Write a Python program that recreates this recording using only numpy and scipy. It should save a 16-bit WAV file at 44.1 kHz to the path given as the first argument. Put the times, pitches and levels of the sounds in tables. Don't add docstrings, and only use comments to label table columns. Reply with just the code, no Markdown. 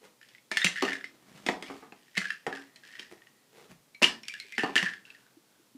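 import sys
import numpy as np
from scipy import signal
from scipy.fft import rfft, irfft, next_fast_len
from scipy.io import wavfile
from scipy.ndimage import uniform_filter1d

SR = 44100
rng = np.random.default_rng(int(sys.argv[2]) if len(sys.argv) > 2 else 0)


def to_wav(s):
    ch = np.atleast_2d(s).T
    pcm = np.round(np.clip(ch, -1, 1) * 32767)
    wavfile.write(sys.argv[1], SR, pcm.astype(np.int16))


N = 254456

# (frequency [Hz], level [dB])
HISS_SPECTRUM = [(25, 4.5), (60, -20), (90, -22), (120, 1), (160, -6), (220, -0.5), (400, -4), (700, -9.5),
                 (1100, -10.5), (1600, -13), (4000, -13), (8000, -15.5), (15000, -19.5)]
# (frequency [Hz], decay t60 [s], level [dB])
ROOM_BANDS = [(99.5, 0.62, -4), (402, 0.33, 1.5), (1018, 0.32, 3), (1737, 0.21, 5), (2970, 0.23, 3.5),
              (4740, 0.26, 4), (14000, 0.2, 3.5)]
# (middle time [s], half length [s], level [dB], resonance [Hz])
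RUB_STROKES = [(.055, 0.024, -56, 453), (1.13, 0.11, -65.5, 305), (1.386, 0.082, -55.5, 186),
               (1.72, 0.11, -54.5, 264), (2.94, 0.32, -65.5, 1920), (3.123, 0.0087, -54, 345),
               (3.599, 0.042, -54, 430), (3.711, 0.012, -50.5, 170), (5.169, 0.11, -67, 1496),
               (5.55, 0.053, -72, 1490)]
# (frequency [Hz], level [dB])
FUR_SPECTRUM = [(30, -44), (70, -31.5), (100, -24), (140, 2), (450, -1.5), (700, -2), (2000, -4.5),
                (5000, -12), (9000, -17.5), (15000, -27.5)]
# (time [s], peak level [dB], pitch [Hz])
TOP_BUMPS = [(0.647, -28, 182.2), (0.827, -25.5, 264.4), (.83, -28, 392), (1.492, -46, 177),
             (1.923, -47, 770), (2.176, -31, 188.7), (2.468, -29.5, 470), (3.713, -48, 174),
             (4.0195, -25.5, 605), (4.021, -27.5, 236), (4.446, -56.5, 400), (4.581, -34, 243),
             (4.637, -29, 287), (4.755, -39.5, 260), (4.829, -33, 185), (5.368, -50.5, 315),
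             (5.595, -58.5, 320), (5.749, -44, 267.5)]
# (time [s], level [dB], upper modes [dB])
LOW_THUDS = [(.824, -16.5, -11), (1.486, -28, -14), (1.698, -30.5, -9.5), (1.824, -37, 1.5),
             (2.467, -20, -12), (4.635, -17.5, -6)]
# (delay [s], level [dB])
LANDING_BOUNCES = [(0, 1.5), (.0095, -3.5), (.058, -10.5)]
# (frequency [Hz], level [dB], decay t60 [s])
WOOD_MODES = [(282.5, -10, 0.54), (358, -12, 0.055), (405.4, 2, 0.12), (520, -3, 0.055), (534, -1, 0.016),
              (744, -6.5, .05), (790, 6.5, 0.034), (880, -22.5, .04), (1070, 1, 0.054), (1220, -2.5, 0.14)]
# (frequency [Hz], level [dB])
BODY_SPECTRUM = [(30, -10.5), (80, -22), (130, -15), (200, -1.5), (400, 0.5), (550, -5), (750, -3.5),
                 (1000, -7), (1350, -9.5), (2200, -15), (5000, -46.5)]
# (time [s], level [dB], main mode [Hz], second mode [Hz],
# tick level [dB])
GLANCING_CLINKS = [(.617, -24.5, 1870, 3630, -32), (3.947, -48.5, 2270, 4175, 2),
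                   (4.233, -43, 2350, 5460, 6), (4.2826, -39, 2280, 5580, 16), (4.296, -41, 2360, 2434, -6),
                   (4.339, -39.5, 1690, 2780, 8), (4.4, -38, 4185, 2180, 8), (4.523, -40, 2086, 2410, 4),
                   (4.562, -48, 2114, 4500, 2), (4.595, -32, 2670, 2920, -17),
                   (4.636, -34.5, 2820, 4470, -6), (4.765, -25, 1723, 1737, -18),
                   (4.862, -30.5, 1734, 1810, -5)]
# (frequency [Hz], level [dB])
CRACK_SPECTRUM = [(200, -15.5), (1000, -9.5), (1800, -1.5), (2900, 3.5), (3900, -3.5), (5100, -3),
                  (6000, -8.5), (8000, -12), (10000, -18), (12000, -24.5), (15500, -35)]
# (multiple of its pitch [ratio], level [dB], decay t60 [s])
WALL_MODES = [(1, 5.5, 0.028), (1.14, -15, 0.011), (.86, 0.5, 0.01), (1.33, -25.5, 0.017),
              (1.56, -13, 0.036), (1.77, -16, 0.024), (2.75, -21.5, 0.017)]
# (time [s], level [dB], wall pitch [Hz])
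SINGLE_PILLS = [(0.2135, -38.5, 1740), (.2286, -39, 1760), (.3488, -37, 2010), (0.382, -43, 2170),
                (.617, -16, 1800), (0.7588, -23, 1760), (0.7725, -22.5, 1700), (0.782, -22, 1780),
                (0.8871, -15.5, 1774), (.9203, -17.5, 1740), (0.9527, -21.5, 1744), (1.01, -27.5, 1743),
                (2.081, -47, 1840), (2.2163, -16, 1660), (2.245, -20, 1630), (2.2552, -18.5, 1645),
                (2.3041, -10, 1738), (2.5266, -20.5, 1710), (2.5728, -26, 1586), (2.835, -36.5, 1650),
                (2.937, -34, 1760), (2.9532, -30, 1890), (2.9889, -32, 1830), (3.0277, -33, 1840),
                (3.2193, -43, 1850), (3.27, -38.5, 1873), (4.8607, -17.5, 1730), (4.885, -21.5, 1680),
                (4.9358, -23.5, 1706), (5.052, -40, 2710), (5.1025, -34, 2650), (5.1483, -37, 1840)]
# (time [s], level [dB], hold [s], wall pitch [Hz])
PILL_RATTLES = [(0.218, -58, 0.14, 1900), (0.515, -24.5, .015, 2200), (.576, -23.5, .09, 1895),
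                (0.756, -25.5, 0.16, 1843), (1.638, -41.5, 0.059, 2200), (1.96, -61.5, 0.45, 1910),
                (2.153, -26, 0.024, 1930), (2.218, -32.5, 0.093, 1680), (2.53, -35.5, 0.048, 1735),
                (2.841, -44.5, 0.2, 1820), (4.023, -22.5, 0.025, 1780), (4.25, -44.5, 0.58, 2300),
                (4.585, -17, 0.0076, 1780), (4.763, -15.5, .015, 1820), (4.84, -22, 0.023, 1750),
                (5.049, -53.5, 0.11, 1650)]
# (time [s], level [dB], wall pitch [Hz], treble
# [dB], hollow body [dB])
BOTTLE_KNOCKS = [(.2866, -58.5, 3400, 0, -30), (0.5152, -18, 1760, -16.5, -23.5),
                 (.571, -8, 1780, -19.5, -53), (.645, -9, 2300, -14, -38),
                 (0.6637, -12.5, 2730, -33.5, -40), (0.6688, -10, 2075, -43, -45),
                 (.823, -21, 1980, -10, -10.5), (0.8511, -20.5, 2760, -20, -24),
                 (0.8811, -19.5, 1830, -27, -23), (0.931, -20.5, 2100, -18.5, -27),
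                 (1.042, -22, 2043, -25, -35.5), (1.4641, -19.5, 3040, -13.5, -17),
                 (1.487, -11.5, 1960, -24.5, -16), (1.625, -29.5, 1990, -12, -14),
                 (1.9226, -36.5, 2580, -30, -14.5), (2.172, -19, 1870, -17.5, -26),
                 (2.1776, -10, 2062, -21, -35), (2.4656, -23.5, 1900, -18.5, -11.5),
                 (2.7595, -39, 4120, -16, -37), (2.995, -28, 3140, -15, -28),
                 (4.0181, -21, 1910, -22.5, -13.5), (4.0238, -17, 2850, -9.5, -16.5),
                 (4.0295, -4, 2675, -19.5, -35), (4.042, -2, 2866, -26.5, -35),
                 (4.0458, -9.5, 3110, -27, -31.5), (4.581, -11, 1907, -27, -28),
                 (4.6337, -18.5, 1540, -23, -15.5), (4.7559, -14.5, 1730, -13, -22),
                 (4.7634, -6.5, 1770, -24.5, -49), (4.7781, -8.5, 2850, -24.5, -36),
                 (4.8275, -15, 1900, -21.5, -26)]

T = np.arange(SR // 4) / SR
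EDGE_HZ = 15500
HISS_DB = -65.5
RUB_DB = 0
BUMP_CYCLES = 14.9
CLINK_CYCLES = 350
CLINK_SECOND_DB = -3.5
KNOCK_DAMPING, PILL_DAMPING = 1.32, 1.12
TICK_DB, TICK_SLOPE = -19.5, 0.65
STIR_S, STIR_DB = .01, 21.5
SETTLE_DB_PER_S, SETTLE_S = 194.5, 0.19


def amp(db):
    return 10 ** (np.asarray(db) / 20)


def unit_rms(x):
    return x / np.sqrt(np.mean(x ** 2) + 1e-20)


def unit_peak(x):
    return x / (abs(x).max() + 1e-20)


def read(points, hz):
    f, value = np.transpose(points)
    return np.interp(np.log(hz + 1), np.log(f + 1), value)


def add(mix, s, sound):
    part = mix[max(round(s * SR), 0):][:len(sound)]
    part += sound[:len(part)]


def colour(x, points, size=2048):
    log_gain = np.log(amp(read(points, abs(np.fft.fftfreq(size, 1 / SR)))))
    taps = np.fft.ifft(np.exp(np.conj(signal.hilbert(log_gain)))).real
    return signal.fftconvolve(x, taps[:size // 2])[:len(x)]


def fade(t60):
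    return np.exp(-np.log(1000) * T / max(t60, 1e-3))


def ring(hz, t60):
    return np.sin(2 * np.pi * hz * T) * fade(t60)


def fuzz(hz, width, size):
    f = np.fft.rfftfreq(size, 1 / SR)
    resonance = 1 + ((f - hz) / width) ** 2
    return unit_rms(irfft(rfft(rng.standard_normal(size)) / resonance, size))


def burst(points, t60):
    puff = rng.choice([-1., 1.], len(T)) * fade(t60)
    return unit_peak(colour(puff, points))


def soften(x, rise):
    return x * (1 - np.exp(-T / max(rise, 1e-5)))


def background():
    hz = np.fft.rfftfreq(N, 1 / SR)
    spectrum = rfft(rng.standard_normal(N)) * amp(read(HISS_SPECTRUM, hz))
    return amp(HISS_DB) * unit_rms(irfft(spectrum, N))


def room(x, gap=0.0059):
    t = np.arange(SR // 2) / SR
    taps = rng.choice([-1., 1.], len(t)) * (rng.random(len(t)) < .1) * (t > gap)
    hz, age, bands = signal.stft(taps, SR, nperseg=256)
    t60, db = (read(np.array(ROOM_BANDS)[:, [0, k]], hz)[:, None] for k in (1, 2))
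    decay = np.exp(-np.log(1000) * age / t60)
    tail = signal.istft(bands * amp(db) * decay, SR, nperseg=256)[1]
    return signal.fftconvolve(x, tail / np.linalg.norm(tail))[:N]


def rustles(grain_db=4, level_db=-3, width_hz=40, width_share=0.02):
    t = np.arange(N) / SR
    grain = amp(grain_db * unit_rms(uniform_filter1d(rng.standard_normal(N), size=120)))
    hiss = unit_rms(colour(grain * rng.standard_normal(N), FUR_SPECTRUM))
    out = np.zeros(N)
    for s, half, db, hz in RUB_STROKES:
        tone = unit_rms(grain) * fuzz(hz, width_hz + width_share * hz, next_fast_len(N))[:N]
        stroke = np.exp(-.5 * ((t - s) / half) ** 2)
        out += stroke * amp(db) * (hiss + amp(RUB_DB) * tone)
    return amp(level_db) * out


def bumps():
    out = np.zeros(N)
    for s, db, hz in TOP_BUMPS:
        boom = soften(ring(hz, BUMP_CYCLES / hz), rise=0.0088)
        add(out, s, amp(db) * unit_peak(boom))
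    return out


def thuds(level_db=-5.0, upper_db=8, split_hz=600, clatter_db=-2, clatter_s=0.094):
    out = np.zeros(N)
    for s, db, upper in LOW_THUDS:
        for delay, bounce_db in LANDING_BOUNCES:
            spot = rng.uniform(-0.83, 1, len(WOOD_MODES))
            shift = 1 + .04 * rng.uniform(-1, 1, len(WOOD_MODES))
            modes = 0
            for (hz, mode_db, t60), side, k in zip(WOOD_MODES, spot, shift):
                gain = amp(mode_db + (upper + upper_db) * (hz > split_hz))
                modes = modes + np.sign(side) * gain * ring(hz * k, t60)
            landing = unit_peak(modes) + amp(clatter_db) * burst(BODY_SPECTRUM, clatter_s)
            add(out, s + delay, amp(db + bounce_db + level_db) * soften(landing, rise=0.00097))
    return out


def clinks(fuzz_hz=130, fuzz_db=-4):
    def rough_mode(hz):
        pure = ring(hz, CLINK_CYCLES / hz / 2)
        return pure + amp(fuzz_db) * fuzz(hz, fuzz_hz, len(T)) * fade(CLINK_CYCLES / hz)

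    out = np.zeros(N)
    for s, db, main_hz, second_hz, tick_db in GLANCING_CLINKS:
        main = rough_mode(main_hz)
        second = rough_mode(second_hz)
        tick = amp(tick_db) * burst(CRACK_SPECTRUM, t60=0.0198)
        add(out, s, amp(db) * (main + amp(CLINK_SECOND_DB) * second + tick))
    return out


def wall(hz, damping, others_db=0, scatter_db=5.0, detune=0.0088):
    chance = rng.standard_normal((len(WALL_MODES), 2))
    chance[0] = 0
    shell = 0
    for k, ((ratio, db, t60), (louder, sharper)) in enumerate(zip(WALL_MODES, chance)):
        gain = amp(db + scatter_db * louder + others_db * (k > 0))
        shell = shell + gain * ring(hz * ratio * (1 + detune * sharper), t60 / damping)
    return unit_peak(shell)


def pill(db, hz, tick_db):
    tick = amp(TICK_DB + TICK_SLOPE * db + tick_db) * burst(CRACK_SPECTRUM, t60=0.019)
    return soften(amp(db) * wall(hz, PILL_DAMPING, others_db=-1.5) + tick, rise=0.00036)


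def pills(level_db=0, tick_db=-3):
    out = np.zeros(N)
    for s, db, hz in SINGLE_PILLS:
        add(out, s, pill(db + level_db, hz, tick_db))
    return out


def tumbles(per_s=160, spread=0.036, uneven_db=4, level_db=-1.1, edge_db=1.5, hard_db=3):
    out = np.zeros(N)
    for start, db, hold, hz in PILL_RATTLES:
        chance = rng.standard_normal((160, 3))
        taps = [pill(db + level_db, hz * np.exp(spread * z), edge_db + hard_db * np.tanh(edge))
                for z, edge in rng.standard_normal((12, 2))]
        count = int((hold + SETTLE_S) * per_s)
        for k, (late, size, side) in enumerate(chance[:count]):
            age = (k + .5 + .5 * np.tanh(late)) / per_s - STIR_S
            stirring = STIR_DB * max(-age / STIR_S, 0) ** .5
            settling = SETTLE_DB_PER_S * max(age - hold, 0)
            gain = np.sign(side) * amp(uneven_db * np.tanh(size) - (stirring + settling))
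            add(out, start + age, gain * taps[k % len(taps)])
    return out


def knocks(wall_db=0, crack_db=12, snap_db=10, body_db=11, again_db=-8, again_s=0.0032):
    shells, cracks = np.zeros((2, N))
    for s, db, hz, treble, hollow in BOTTLE_KNOCKS:
        first = soften(wall(hz, KNOCK_DAMPING), rise=0.0001)
        add(shells, s, amp(db + wall_db) * first)
        again = s + again_s * rng.uniform(0.858, 0.92)
        second = soften(wall(hz, KNOCK_DAMPING, detune=0.1), rise=0.00039)
        add(shells, again, amp(db + wall_db + again_db) * second)
        crackle = amp(crack_db) * soften(burst(CRACK_SPECTRUM, t60=0.037), rise=0.00016)
        snap = amp(snap_db) * burst(CRACK_SPECTRUM, t60=0.002)
        body = amp(body_db + hollow) * soften(burst(BODY_SPECTRUM, t60=0.051), rise=0.0002)
        add(cracks, s, amp(db) * (amp(treble) * (crackle + snap) + body))
    return shells, cracks


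def radiate(x, edge_hz=1450):
    return signal.sosfilt(signal.butter(5, edge_hz, "high", fs=SR, output="sos"), x)


def scene(ring_wet_db=-10, crack_wet_db=-4, pill_wet_db=-8, low_wet_db=-5, bump_wet_db=-11):
    shells, cracks = knocks()
    layers = [(radiate(shells + clinks()), ring_wet_db),
              (cracks + rustles(), crack_wet_db),
              (radiate(pills() + tumbles()), pill_wet_db),
              (thuds(), low_wet_db),
              (bumps(), bump_wet_db)]
    direct = sum(x for x, wet in layers)
    reflected = sum(room(amp(wet) * x) for x, wet in layers)
    return (direct + reflected + background())[None]


def record(dry):
    thin = signal.sosfilt(signal.butter(2, 75, "high", fs=SR, output="sos"), dry)
    band_limit = signal.firwin(255, EDGE_HZ, window=("kaiser", 8), fs=SR)
    return signal.oaconvolve(thin, band_limit[None], "same")


dry = scene()
out = record(dry)
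to_wav(out)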